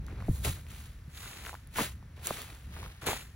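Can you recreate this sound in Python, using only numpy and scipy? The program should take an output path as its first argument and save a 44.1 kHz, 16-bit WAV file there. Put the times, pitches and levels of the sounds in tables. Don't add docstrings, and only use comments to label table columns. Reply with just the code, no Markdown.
import sys
import numpy as np
from scipy import signal
from scipy.fft import rfft, irfft, next_fast_len
from scipy.io import wavfile
from scipy.ndimage import uniform_filter1d, map_coordinates

SR = 44100
rng = np.random.default_rng(int(sys.argv[2]) if len(sys.argv) > 2 else 0)


def to_wav(sig):
    pcm = np.clip(np.atleast_2d(sig), -1, 1) * 32767
    pcm = np.round(pcm).astype(np.int16)
    wavfile.write(sys.argv[1], SR, pcm.T)


N = 147735

# frequency in Hz, relative density in dB per Hz.
BLADE_COLOUR = [(500, -54), (2000, -17), (4000, -3), (5400, -11.5), (7000, -1), (8800, -1), (11500, -3.5),
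                (15800, -5)]


def amp(db):
    return 10 ** (np.asarray(db) / 20)


def unit(x):
    return x / np.sqrt(np.mean(x ** 2) + 1e-20)


def read(points, hz):
    f, value = np.transpose(points)
    return np.interp(np.log(hz + 1), np.log(f + 1), value)


def add(mix, s, sound):
    at = round(s * SR)
    sound = sound[:, max(-at, 0):]
    part = mix[:, max(at, 0):][:, :sound.shape[1]]
    part += sound[:, :part.shape[1]]


def ports(pair, spectrum=None, side=0):
    # frequency in Hz, left minus right in dB.
    port_balance = [(250, 1), (700, -3.5), (1500, 1), (3200, 4.5), (4600, 0), (6100, -6), (7400, 0),
                    (16000, -0.5)]
    # frequency in Hz, lead of the left in radians.
    port_phase = [(1300, .5), (3300, 0.4), (5000, 1.34), (6700, -1.76), (8700, -3), (10600, -6.5),
                  (11500, -7), (13500, -9.5), (15800, -12)]
    # frequency in Hz, likeness from 0 to 1.
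    port_likeness = [(300, 1), (2200, 0.63), (3400, 0.37), (7300, 1), (8600, 1), (11000, 0.56),
                     (13500, .98), (15700, 0.68)]
    mono_hz = 302
    side_from_hz, side_turn_hz = 650, 8340

    n = next_fast_len(pair.shape[1])
    hz = np.fft.rfftfreq(n, 1 / SR)
    a, b = rfft(pair, n)
    wide = hz ** 2 / (hz ** 2 + mono_hz ** 2)
    like = 1 - wide * (1 - np.clip(read(port_likeness, hz), 0, 1))
    shared = a * np.sqrt((1 + like) / 2)
    apart = b * np.sqrt((1 - like) / 2)

    side_turns = side * np.clip((hz - side_from_hz) / (side_turn_hz - side_from_hz), 0, 1)
    lead = wide * read(port_phase, hz) - 2 * np.pi * side_turns
    tilt = amp(wide * read(port_balance, hz))
    left = (shared + apart) * tilt
    right = (shared - apart) * np.exp(-1j * lead)
    both = np.array([left, right]) * np.sqrt(2 / (1 + tilt ** 2))
    if spectrum is not None:
        both = both * amp(read(spectrum, hz))
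    return irfft(both, n)[:, :pair.shape[1]]


def point(sound, spectrum=None):
    heard = ports(np.array([sound, np.zeros_like(sound)]), spectrum)
    return heard / abs(heard).max()


def clumps(n, length):
    slow = np.cumsum(rng.standard_normal(n))
    centred = slow - uniform_filter1d(slow, int(2 * length * SR))
    return unit(uniform_filter1d(centred, int(length * SR / 4)))


def air():
    # time in seconds, level in dB before trim.
    wind = [(0.0, -37.5), (0.3, -37), (0.44, -37.5), (0.492, -29), (0.562, -42), (1.5, -50), (1.73, -46),
            (1.862, -43), (2.63, -48.5), (2.67, -39.5), (3.01, -50), (3.09, -35), (3.14, -47)]
    # frequency in Hz, relative density in dB per Hz.
    rumble_colour = [(15, -36), (30, -13), (48, -0.5), (68, 4), (140, -7), (320, -26.5), (600, -38),
                     (2000, -97)]
    field_colour = [(100, -31), (400, 0), (900, -1.5), (1800, 2.5), (2800, -6.5), (16000, -15.5)]
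    wind_trim_db, field_db = -1.5, -64.5
    waver_s, waver_db = 0.049, -0.07

    wind_db = wind_trim_db + np.interp(np.arange(N) / SR, *np.transpose(wind))
    level = amp(wind_db + waver_db * clumps(N, waver_s))
    rumble = level * unit(ports(rng.standard_normal((2, N)), rumble_colour))
    hush = amp(field_db) * unit(ports(rng.standard_normal((2, N)), field_colour))
    return rumble + hush


def knock(s, db, hz, halve, swell):
    rough, bumps_per_cycle = 0.69, 2.72
    t = np.arange(SR // 6) / SR
    turns = hz * halve * np.log(1 + t / halve)
    ragged = map_coordinates(rng.standard_normal(size=256), [bumps_per_cycle * turns], mode="mirror")
    x = t / swell
    level = x / (1 + x ** 2) * np.exp(-(x / 2.0) ** 2)
    return s, amp(db) * point((np.sin(2 * np.pi * turns) + rough * ragged) * level)


def tuft(s, length, db, hz):
    width, sag = 0.52, 0.57
    grains_per_s = 5000
    t = np.arange(int(2 * length * SR)) / SR
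    u = np.minimum(t / length, 1)
    struck = rng.random((2, len(t))) < grains_per_s / SR
    grains = rng.standard_normal((2, len(t))) * struck

    turn = np.exp(2j * np.pi * np.cumsum(hz * (1 - sag * u)) / SR)
    r = np.exp(-2 * np.pi * width * hz / SR)
    ring = (turn * signal.lfilter([1], [1, -2 * r, r * r], grains / turn)).real
    swell = np.sqrt(abs(np.sin(np.pi * np.sqrt(u))))
    return s, amp(db) * unit(ports(ring * swell)) / np.sqrt(2)


def twig(s, db, hz):
    # frequency in Hz, relative density in dB per Hz.
    crack_colour = [(300, -16), (2800, 0), (4300, 2), (5500, -8)]
    crack_s, crack_share, crack_hz = 0.001, 0.25, 2040
    rough, decay_cycles = 0.18, 0.75

    t = np.arange(-256, 1792) / SR
    turns = np.maximum(t, 0) * hz
    tone = np.sin(2 * np.pi * turns) + rough * rng.standard_normal(len(t))
    ring = tone * np.sqrt(turns) * np.exp(-turns / decay_cycles)
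    crack = rng.standard_normal(len(t)) * (t >= 0) * np.exp(-abs(t) / crack_s)
    share = crack_share * hz / crack_hz
    return s + t[0], amp(db) * (point(ring) + share * point(crack, crack_colour))


def snap(s, db):
    decay_s = 0.00035
    t = np.arange(-256, 768) / SR
    burst = rng.standard_normal(len(t)) * (t >= 0) * np.exp(-abs(t) / decay_s)
    return s + t[0], amp(db) * point(burst, BLADE_COLOUR)


def crackle(n, per_s, spread_db, count=7):
    octave = np.log2(np.fft.rfftfreq(n, 1 / SR) + 1)
    shape = (2, count, n)
    size = amp(spread_db * np.minimum(rng.exponential(1, shape), 4)) * rng.choice([-1, 1], shape)
    clicks = size * (rng.random(shape) < per_s / count / SR)
    centres = np.linspace(np.log2(400), np.log2(13000), count)[:, None]
    bands = 1 / (1 + (octave - centres) ** 4)
    bands = bands / np.linalg.norm(bands, axis=0)
    return irfft((rfft(clicks) * bands).sum(1), n)


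def pops(n):
    per_s, spread_db = 230, 1.5
    size = amp(spread_db * np.minimum(rng.exponential(1, (2, n)), 2))
    return size * rng.choice([-1, 1], (2, n)) * (rng.random((2, n)) < per_s / SR)


def contact(s, rise, hold, fall, earth_db, stalks_db, blades_db, side, per_s, spread_db, gritty_db, clump_db):
    # frequency in Hz, relative density in dB per Hz.
    earth_colour = [(40, -48), (120, 1), (250, 2.5), (500, 2.5), (950, 0), (1500, -3.5), (2500, -5.5),
                    (6000, -88)]
    stalk_colour = [(200, 2.5), (600, -5.5), (1200, 1.5), (2200, 4), (4000, 0), (5200, -5), (8000, -7.5),
                    (16000, -17)]
    tick_colour = [(250, -24), (600, -4), (1000, 6.5), (1900, 4), (3800, 5), (5500, -18), (16000, -18)]
    rise_db, earth_lag_s, earth_fall = 28.5, 0.011, 2.6
    clump_s, flutter_s, flutter_db = 0.045, 0.012, 1.8
    ticks_db = -7.5

    n = next_fast_len(int((2 * rise + hold + 45 / fall) * SR))
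    t = np.arange(n) / SR - 2 * rise

    def press(t, fall):
        return amp(rise_db * np.minimum(t, 0) / rise - fall * np.maximum(t - hold, 0))

    def layer(clicks, colour):
        return unit(ports(clicks, colour, side))

    uneven = clump_db * clumps(n, clump_s)
    flutter = flutter_db * clumps(n, flutter_s)
    blades = amp(blades_db + 0.45 * (uneven + flutter)) * layer(crackle(n, 2 * per_s, spread_db), BLADE_COLOUR)
    stalks = amp(stalks_db + uneven + flutter) * layer(crackle(n, per_s, spread_db), stalk_colour)
    ticks = amp(stalks_db + ticks_db) * layer(pops(n), tick_colour)
    earth = amp(earth_db + uneven) * layer(crackle(n, per_s / 2, gritty_db), earth_colour)
    grass = (blades + stalks + ticks) * press(t, fall)
    ground = earth * press(t - earth_lag_s, earth_fall * fall)
    return s - 2 * rise, grass + ground


def swish(*row):
    return contact(*row, per_s=14000, spread_db=5.0, gritty_db=4.5, clump_db=0.78)


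def footfall(*row):
    return contact(*row, per_s=14000, spread_db=2.0, gritty_db=5, clump_db=1.13)


def scene():
    # start in seconds, peak in dB, first pitch in Hz,
    # time to half the pitch in seconds, swell in seconds.
    knocks = [(0.126, -36.5, 560, 0.0077, 0.0066), (0.2834, -23.5, 720, 0.00537, 0.0056),
              (0.291, -16.5, 228, 0.012, 0.0086), (0.311, -21, 132, 0.012, 0.0044),
              (0.469, -27, 174, 0.02, 0.0083), (1.075, -38, 225, 0.017, 0.0071),
              (1.806, -28, 247, 0.044, 0.0081), (2.307, -21.5, 1462, 0.0017, 0.0027)]
    # start in seconds, length in seconds,
    # level in dB, first pitch in Hz.
    tufts = [(0.449, 0.015, -38, 580), (0.464, 0.027, -42.5, 825), (1.228, 0.024, -52, 1910),
             (1.757, 0.015, -42, 1940), (1.784, .018, -29.5, 1030), (1.802, 0.0097, -34, 1930),
             (1.805, 0.025, -37.5, 394), (1.843, 0.0037, -41, 2240), (2.763, 0.02, -52, 1490),
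             (3.067, 0.011, -35, 720), (3.086, 0.0067, -31.5, 850)]
    # start in seconds, peak of the ring in dB, pitch in Hz.
    twigs = [(0.083, -40, 1350), (.204, -37.5, 1460), (.2235, -36.5, 1060), (.667, -38.5, 2300),
             (1.1653, -59, 1920), (1.1763, -33, 3670), (1.2588, -34, 1300), (1.451, -31, 1940),
             (1.463, -27.5, 2930), (1.4673, -27.5, 1470), (1.494, -28, 1400), (1.530, -33.5, 890),
             (1.536, -38, 980), (1.542, -30, 940), (1.552, -32, 1443), (2.027, -44.5, 960),
             (2.3064, -24, 1150), (2.3714, -31.5, 1910), (2.830, -33, 1030), (2.8619, -38, 1330),
             (3.021, -33, 1410), (3.131, -22.5, 805), (3.164, -33.5, 950)]
    # start in seconds, peak in dB.
    snaps = [(0.0662, -37), (0.707, -34), (1.673, -39.5), (1.77, -21), (2.26, -25), (2.2710, -10.5),
             (2.4185, -21.5), (3.0673, -17.5)]
    # time of full weight in seconds, rise in seconds,
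    # hold in seconds, fall in dB per second, earth, stalks and blades in dB before the pressure and
    swishes = [(.08, 0.17, 0.17, 70.37, -55.5, -63, -72, 0),
               (0.336, 0.16, 0.046, 110.6, -58.5, -66, -49, 0),
               (0.559, 0.045, 0.017, 247.3, -54.5, -60, -83, 0),
               (0.708, 0.11, 0.11, 97.35, -69, -56.5, -54, 0),
               (1.177, .13, 0.1, 69.95, -70, -52.5, -49.5, 1),
               (1.262, 0.18, 0.21, 120.5, -59, -52.5, -55, 1),
               (1.454, 0.03, 0.032, 200.5, -52.5, -55, -48.5, 1),
               (2.164, .02, 0.037, 118.6, -59, -62, -67, 0), (2.331, .10, .085, 196.6, -55, -48, -49, 0),
               (2.458, 0.078, 0.068, 50.72, -59, -58.5, -59, 0),
               (2.744, .09, .1, 75, -53, -53.5, -57.5, -1),
               (3.016, 0.0099, 0.046, 150.9, -47.5, -50, -53.5, 1)]
    steps = [(0.449, 0.029, 0.0077, 175.4, -35.5, -38.5, -32.5, 0),
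             (1.779, .055, 0.055, 260.8, -40.5, -37, -34.5, 0),
             (2.254, .05, 0.0308, 100.9, -47, -44.5, -40, 0),
             (3.064, 0.012, 0.046, 150.4, -37, -36.5, -36.5, 1)]

    mix = air()
    layers = [(knock, knocks), (tuft, tufts), (twig, twigs), (snap, snaps), (swish, swishes), (footfall, steps)]
    for source, table in layers:
        for row in table:
            add(mix, *source(*row))
    return mix


def record(dry):
    edge_hz = 15900
    lowpass = signal.firwin(511, edge_hz, window=("kaiser", 9), fs=SR)
    return signal.oaconvolve(dry, lowpass[None], "same")


dry = scene()
out = record(dry)
to_wav(out)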